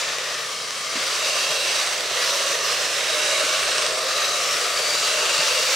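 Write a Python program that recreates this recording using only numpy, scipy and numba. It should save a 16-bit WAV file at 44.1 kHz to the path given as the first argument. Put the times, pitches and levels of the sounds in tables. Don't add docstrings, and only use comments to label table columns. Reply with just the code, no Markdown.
import sys
import numpy as np
from scipy import signal
from scipy.fft import rfft, irfft, next_fast_len
from scipy.io import wavfile
from scipy.ndimage import uniform_filter1d
from numba import njit

SR = 44100
rng = np.random.default_rng(int(sys.argv[2]) if len(sys.argv) > 2 else 0)


def field_ratio(decibels):
    return 10 ** (np.asarray(decibels, dtype=float) / 20)


def output_pcm(signal):
    pcm = np.clip(np.atleast_2d(signal).T, -1, 1) * 32767
    wavfile.write(sys.argv[1], SR, np.round(pcm).astype(np.int16))


N = 253575
TIME = np.arange(N) / SR
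BINS_HZ = np.arange(N // 2 + 1) * SR / N


def shape(points, hz):
    f, db = np.transpose(points)
    return field_ratio(np.interp(np.log(hz + 1), np.log(f), db))


def unit(x):
    return x / np.sqrt(np.mean(x ** 2))


def walk(rate):
    hold = int(SR / rate)
    steps = np.repeat(rng.standard_normal(N // hold + 1), hold)[:N]
    return unit(uniform_filter1d(uniform_filter1d(steps, hold), hold))


@njit
def svf(x, hz, width):
    y, band, low = np.empty(len(x)), 0., 0.
    for i in range(len(x)):
        g, k = np.tan(np.pi * hz[i] / SR), width / hz[i]
        v = (band + g * (x[i] - low)) / (1 + g * (g + k))
        band, low, y[i] = 2 * v - band, low + 2 * g * v, k * v
    return y


def robots():
    # (time [s], level [dB], brightness [dB per octave])
    effort = [(0, -24.6, -.1), (.12, -26.8, -.5), (.3, -27.6, -.45), (.55, -28.1, .55), (.92, -28.9, .25),
              (.96, -25.2, -.15), (1.3, -22.9, .05), (1.9, -23.1, .15), (2.3, -22.1, 0), (2.55, -22.7, .05),
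              (2.7, -21.9, .05), (2.95, -23.5, -.1), (3.3, -21.3, -.3), (3.75, -21.9, -.3),
              (4.3, -23.1, .05), (4.9, -22.4, .3), (5.2, -21.4, -.1), (5.75, -20.2, .6)]
    drive = walls(teeth())
    stall_db = stalls()
    rattle = shells(drive, effort, stall_db)
    rattle = rattle / np.sqrt(np.mean(rattle[0] ** 2)) * field_ratio(0.01)
    wobble = 1 + .003 * walk(6)
    ringing = panels(drive, wobble, stall_db) + boards(drive, wobble, stall_db)
    s, level_db, _ = np.transpose(effort)
    return (rattle + ringing) * field_ratio(np.interp(TIME, s, level_db))


def teeth(scatter_db=2.0, jolt_db=0.18, snag_db=0.62, knock_s=0.0013, knock_db=18):
    # (time [s], peak [dB])
    knocks = [(0.1845, -7), (0.303, -29), (0.7074, -7), (1.5164, -9), (1.5994, -29), (2.0074, -10),
              (2.8274, -22), (3.7823, -7), (3.8224, -12), (3.8644, -8), (4.3916, -18), (4.4917, -14),
              (4.5684, -12), (4.8784, -31), (5.381, -10)]
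    size = np.minimum(rng.exponential(size=(2, N)), 4.3)
    hits = unit(rng.standard_normal((2, N)) * field_ratio(scatter_db * size))
    hits = hits * field_ratio(jolt_db * walk(14) + snag_db * walk(110))
    tail = np.arange(300) / SR
    for t, db in knocks:
        crack = np.sign(rng.standard_normal((2, len(tail)))) * np.exp(-tail / knock_s)
        start = int(t * SR)
        hits[:, start:start + len(tail)] += field_ratio(db + knock_db) * crack
    return hits


def walls(x, t60_s=0.33, wet_db=-10.5, gap_s=0.0032):
    hop = SR // 3
    t = np.arange(hop) / SR
    fade = np.sin(np.pi * np.arange(2 * hop) / (2 * hop))
    padded = np.pad(x, ((0, 0), (hop, 2 * hop)))
    out = np.pad(padded, ((0, 0), (0, 2 * hop)))
    for a in range(0, N + hop, hop):
        echoes = rng.standard_normal((2, len(t))) * np.exp(-np.log(1000) * t / t60_s) * (t > gap_s)
        echoes = field_ratio(wet_db) * echoes / np.sqrt(np.sum(echoes ** 2, axis=1, keepdims=True))
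        wet = signal.fftconvolve(padded[:, a:a + 2 * hop] * fade, echoes, axes=1)
        out[:, a:a + wet.shape[1]] += wet
    return out[:, hop:hop + N]


def stalls():
    # (centre time [s], length [s], loss [dB])
    dips = [(0.618, 0.6, 2.5), (1.565, 0.32, 1.5), (2.046, 0.45, 3.5), (2.6, 0.19, 2.5), (3.98, 0.52, 2.5),
            (4.75, 0.52, 1)]
    loss_db = np.zeros(N)
    for t, length, db in dips:
        loss_db += db * np.cos(np.pi * np.clip((TIME - t) / length, -.5, .5)) ** 2
    return -loss_db


def geared(hz, from_hz=980):
    return 1 / (1 + (from_hz / hz) ** 4)


def shells(drive, effort, stall_db, patchy_db=.75, flicker_db=0.74, pivot_hz=2000):
    # (frequency [Hz], level [dB per Hz])
    rattle = [(150, -53), (250, -27.5), (440, -6), (600, -3), (830, -12), (1150, -5.5), (3400, -6),
              (6000, -6.5), (6500, -10), (8400, -12.5), (10000, -19.5), (11500, -22), (12000, -27),
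              (15800, -31.5)]
    # (frequency [Hz], width [Hz], level [dB])
    modes = [(625, 50, -2), (540, 50, -4), (1175, 150, -1), (1830, 120, -6), (2750, 250, -3),
             (3900, 300, -2), (4600, 250, -4), (5900, 350, -6), (7100, 400, -6), (9280, 250, -4),
             (13050, 400, -3)]
    # (frequency [Hz], extra level [dB per dB of level])
    nearness = [(300, 0), (600, 0.2), (1200, -0.22), (3000, -0.05), (8000, -0.09), (14000, 0.07)]
    s, level_db, bright_db = np.transpose(effort)
    near_hz, share = np.transpose(nearness)
    size = next_fast_len(N)
    hz = np.arange(size // 2 + 1) * SR / size
    ring = sum(field_ratio(2 * db) / (1 + (2 * (hz - f) / w) ** 2) for f, w, db in modes)
    spectrum = rfft(drive, size) * shape(rattle, hz) * np.sqrt(1 + ring)
    octave = np.log2(hz + 1)
    out = np.zeros((2, N))
    for centre in np.arange(8, 14.2, .2):
        mask = np.cos(np.pi / 2 * np.clip((octave - centre) / .2, -1, 1)) ** 2
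        near = np.interp(centre, np.log2(near_hz), share)
        lean_db = near * (level_db - np.mean(level_db)) + bright_db * (centre - np.log2(pivot_hz))
        db = np.interp(TIME, s, lean_db) + geared(2 ** centre) * stall_db
        db = db + patchy_db * walk(4.13) + flicker_db * walk(16)
        out += field_ratio(db) * irfft(spectrum * mask, size)[:, :N]
    return out


def resonate(drive, table, q, wobble, stall_db, chatter_db=0.5, ring_db=-4.5, widest_hz=228):
    out = np.zeros((2, N))
    for t0, length, part_hz, db in table:
        a, b = max(int(t0 * SR), 0), min(int((t0 + length) * SR), N)
        width = min(part_hz / q, widest_hz)
        glide = part_hz * wobble[a:b]
        part = np.array([svf(svf(d[a:b], glide, 1.2 * width), glide, 2.5 * width) for d in drive])
        stall = stall_db[a:b]
        part = unit(part * field_ratio(geared(part_hz) * (stall - stall.mean())))
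        chatter = field_ratio(chatter_db * walk(22)[a:b])
        swell = np.sin(np.linspace(0, np.pi, b - a)) ** .45
        out[:, a:b] += field_ratio(db + ring_db) * part * chatter * swell
    return out


def panels(drive, wobble, stall_db):
    # (start time [s], length [s], frequency [Hz], level re rattle [dB])
    strides = [(0, 0.22, 7355, -19), (0, 1.2, 1190, -16), (.05, 0.45, 1860, -10), (.15, .75, 3165, -21),
               (.4, 0.78, 2150, -13.5), (1.17, 0.7, 2750, -6.5), (1.15, .75, 3835, -13),
               (1.3, 0.46, 3230, -11), (1.6, .6, 8070, -18), (2.15, 0.63, 1180, -12.5),
               (2.2, 0.23, 985, -17), (2.446, 0.23, 1840, -16), (3.4, 0.25, 1380, -11),
               (2.65, .3, 4150, -12), (2.65, .35, 5200, -11), (2.94, .5, 3860, -9.7),
               (3.15, 0.71, 2740, -11), (3.4, 0.42, 1160, -15), (3.45, .6, 8385, -17),
               (3.9, 0.9, 1222, -10.5), (4.05, 0.41, 3885, -10), (3.13, .55, 2260, -11.5),
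               (4.4, 0.2, 5400, -10), (4.7, .35, 4605, -7), (5.28, 0.13, 4010, -12),
               (4.97, 0.72, 2730, -9.5), (4.92, .26, 4025, -9), (5.05, .7, 4595, -16),
               (5.3, .25, 1340, -18), (5.62, .13, 6840, -28)]
    return resonate(drive, strides, 7.7, wobble, stall_db)


def boards(drive, wobble, stall_db):
    # (start time [s], length [s], frequency [Hz], level re rattle [dB])
    drones = [(0, 1.0, 449, -19), (1.2, .25, 630, -20), (2.65, .35, 595, -22), (3.117, 0.37, 578, -13),
              (3.05, 1, 632, -12.5), (3.1, 0.95, 730, -27), (3.604, 0.67, 533, -20), (4.1, 0.87, 700, -20),
              (4.15, 0.54, 585, -21), (5.08, 0.14, 624, -7), (5.05, 0.56, 890, -19.5),
              (5.3, 0.64, 618, -17), (5.45, 0.26, 512, -10.5)]
    return resonate(drive, drones, 20.6, wobble, stall_db)


def blows(table, push_s):
    out, t = np.zeros(N + SR // 2), np.arange(SR // 2) / SR
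    for s, db, hz, t60 in table:
        push = 1 - np.exp(-t / push_s)
        blow = np.sin(2 * np.pi * hz * t) * np.exp(-np.log(1000) * t / t60) * push
        start = int(s * SR)
        out[start:start + len(t)] += field_ratio(db) * blow / abs(blow).max()
    return out[:N]


def feet():
    # (time [s], peak [dB], frequency [Hz], t60 [s])
    landings = [(.954, -32, 267, 0.096), (.954, -35, 322, .08), (.958, -40, 218, .14),
                (.995, -55, 161, .12), (1.495, -44, 156, 0.14), (2.745, -58, 264, 0.071),
                (3.17, -42, 302, 0.089), (3.435, -36.5, 290, 0.085), (5.01, -45, 283, 0.056),
                (5.385, -42, 165, .15), (5.448, -49, 162, 0.14)]
    return blows(landings, push_s=0.0052)


def grip():
    # (time [s], peak [dB], frequency [Hz], t60 [s])
    shifts = [(1.425, -53, 69, .15), (1.5, -58.5, 60, .15), (3.42, -60, 60, .12), (3.62, -47, 60.4, .18),
              (3.675, -56, 79.5, .12), (3.82, -52, 45, .15), (3.91, -53, 44.2, .15), (4.38, -62, 60, .12),
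              (5.38, -54, 70.4, .18)]
    return blows(shifts, push_s=.008)


def hum(table, flutter_db):
    out = np.zeros(N)
    for hz, wander, db in table:
        phase = 2 * np.pi * np.cumsum(hz + wander * walk(5)) / SR
        out += np.sqrt(2) * field_ratio(db + flutter_db * walk(14)) * np.sin(phase)
    return out


def motors():
    # (frequency [Hz], wander [Hz], level [dB])
    shafts = [(152, 4.14, -61.5), (226, 7.3, -68.5), (288, 6, -65), (89.5, 2.98, -73)]
    return hum(shafts, flutter_db=1.5)


def mains():
    # (frequency [Hz], wander [Hz], level [dB])
    tones = [(119.5, .3, -63), (60, .2, -79), (30, .2, -80)]
    return hum(tones, flutter_db=-1.5)


def room(level_db=-57):
    # (frequency [Hz], level [dB per Hz])
    rumble_db = [(12, -49), (20, -14), (65, -20), (129, 8.5), (221, 7), (330, 1), (430, 5), (730, -120)]
    rumble = irfft(rfft(rng.standard_normal((2, N))) * shape(rumble_db, BINS_HZ), N)
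    return field_ratio(level_db) * unit(rumble)


def scene():
    # (frequency [Hz], side minus mid [dB])
    spread = [(60, 3), (110, -26.5), (200, -7), (380, -19.5), (700, -12.5), (1290, -10), (2380, -8.5),
              (4400, -10.5), (8120, -7.5), (15000, -7)]
    # (time [s], left minus right [dB])
    swing = [(0.0, 1.0), (0.03, 1), (0.85, 1.0), (1.6, -1.5), (1.98, -1), (3.2, -1.5), (4.64, 1.0),
             (5.75, 0)]
    mid, side = robots() + room()
    side = irfft(rfft(side) * shape(spread, BINS_HZ), N)
    low = mains() + motors() + grip()
    mid = mid + feet() + low
    hand = unit(svf(rng.standard_normal(N), np.full(N, 50.), 60.))
    side = side - .15 * low + field_ratio(-66) * hand
    pan_db = np.interp(TIME, *np.transpose(swing))
    return np.array([mid + side, mid - side]) * field_ratio(np.array([pan_db, -pan_db]) / 2)


def band_limit(x):
    return signal.sosfilt(signal.butter(12, 16780, fs=SR, output="sos"), x)


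def record(dry):
    rounded = np.tanh(1.6 * dry) / 1.6
    finished = irfft(rfft(rounded) * (BINS_HZ < 15770), N)
    return band_limit(finished)


dry = scene()
out = record(dry)
output_pcm(out)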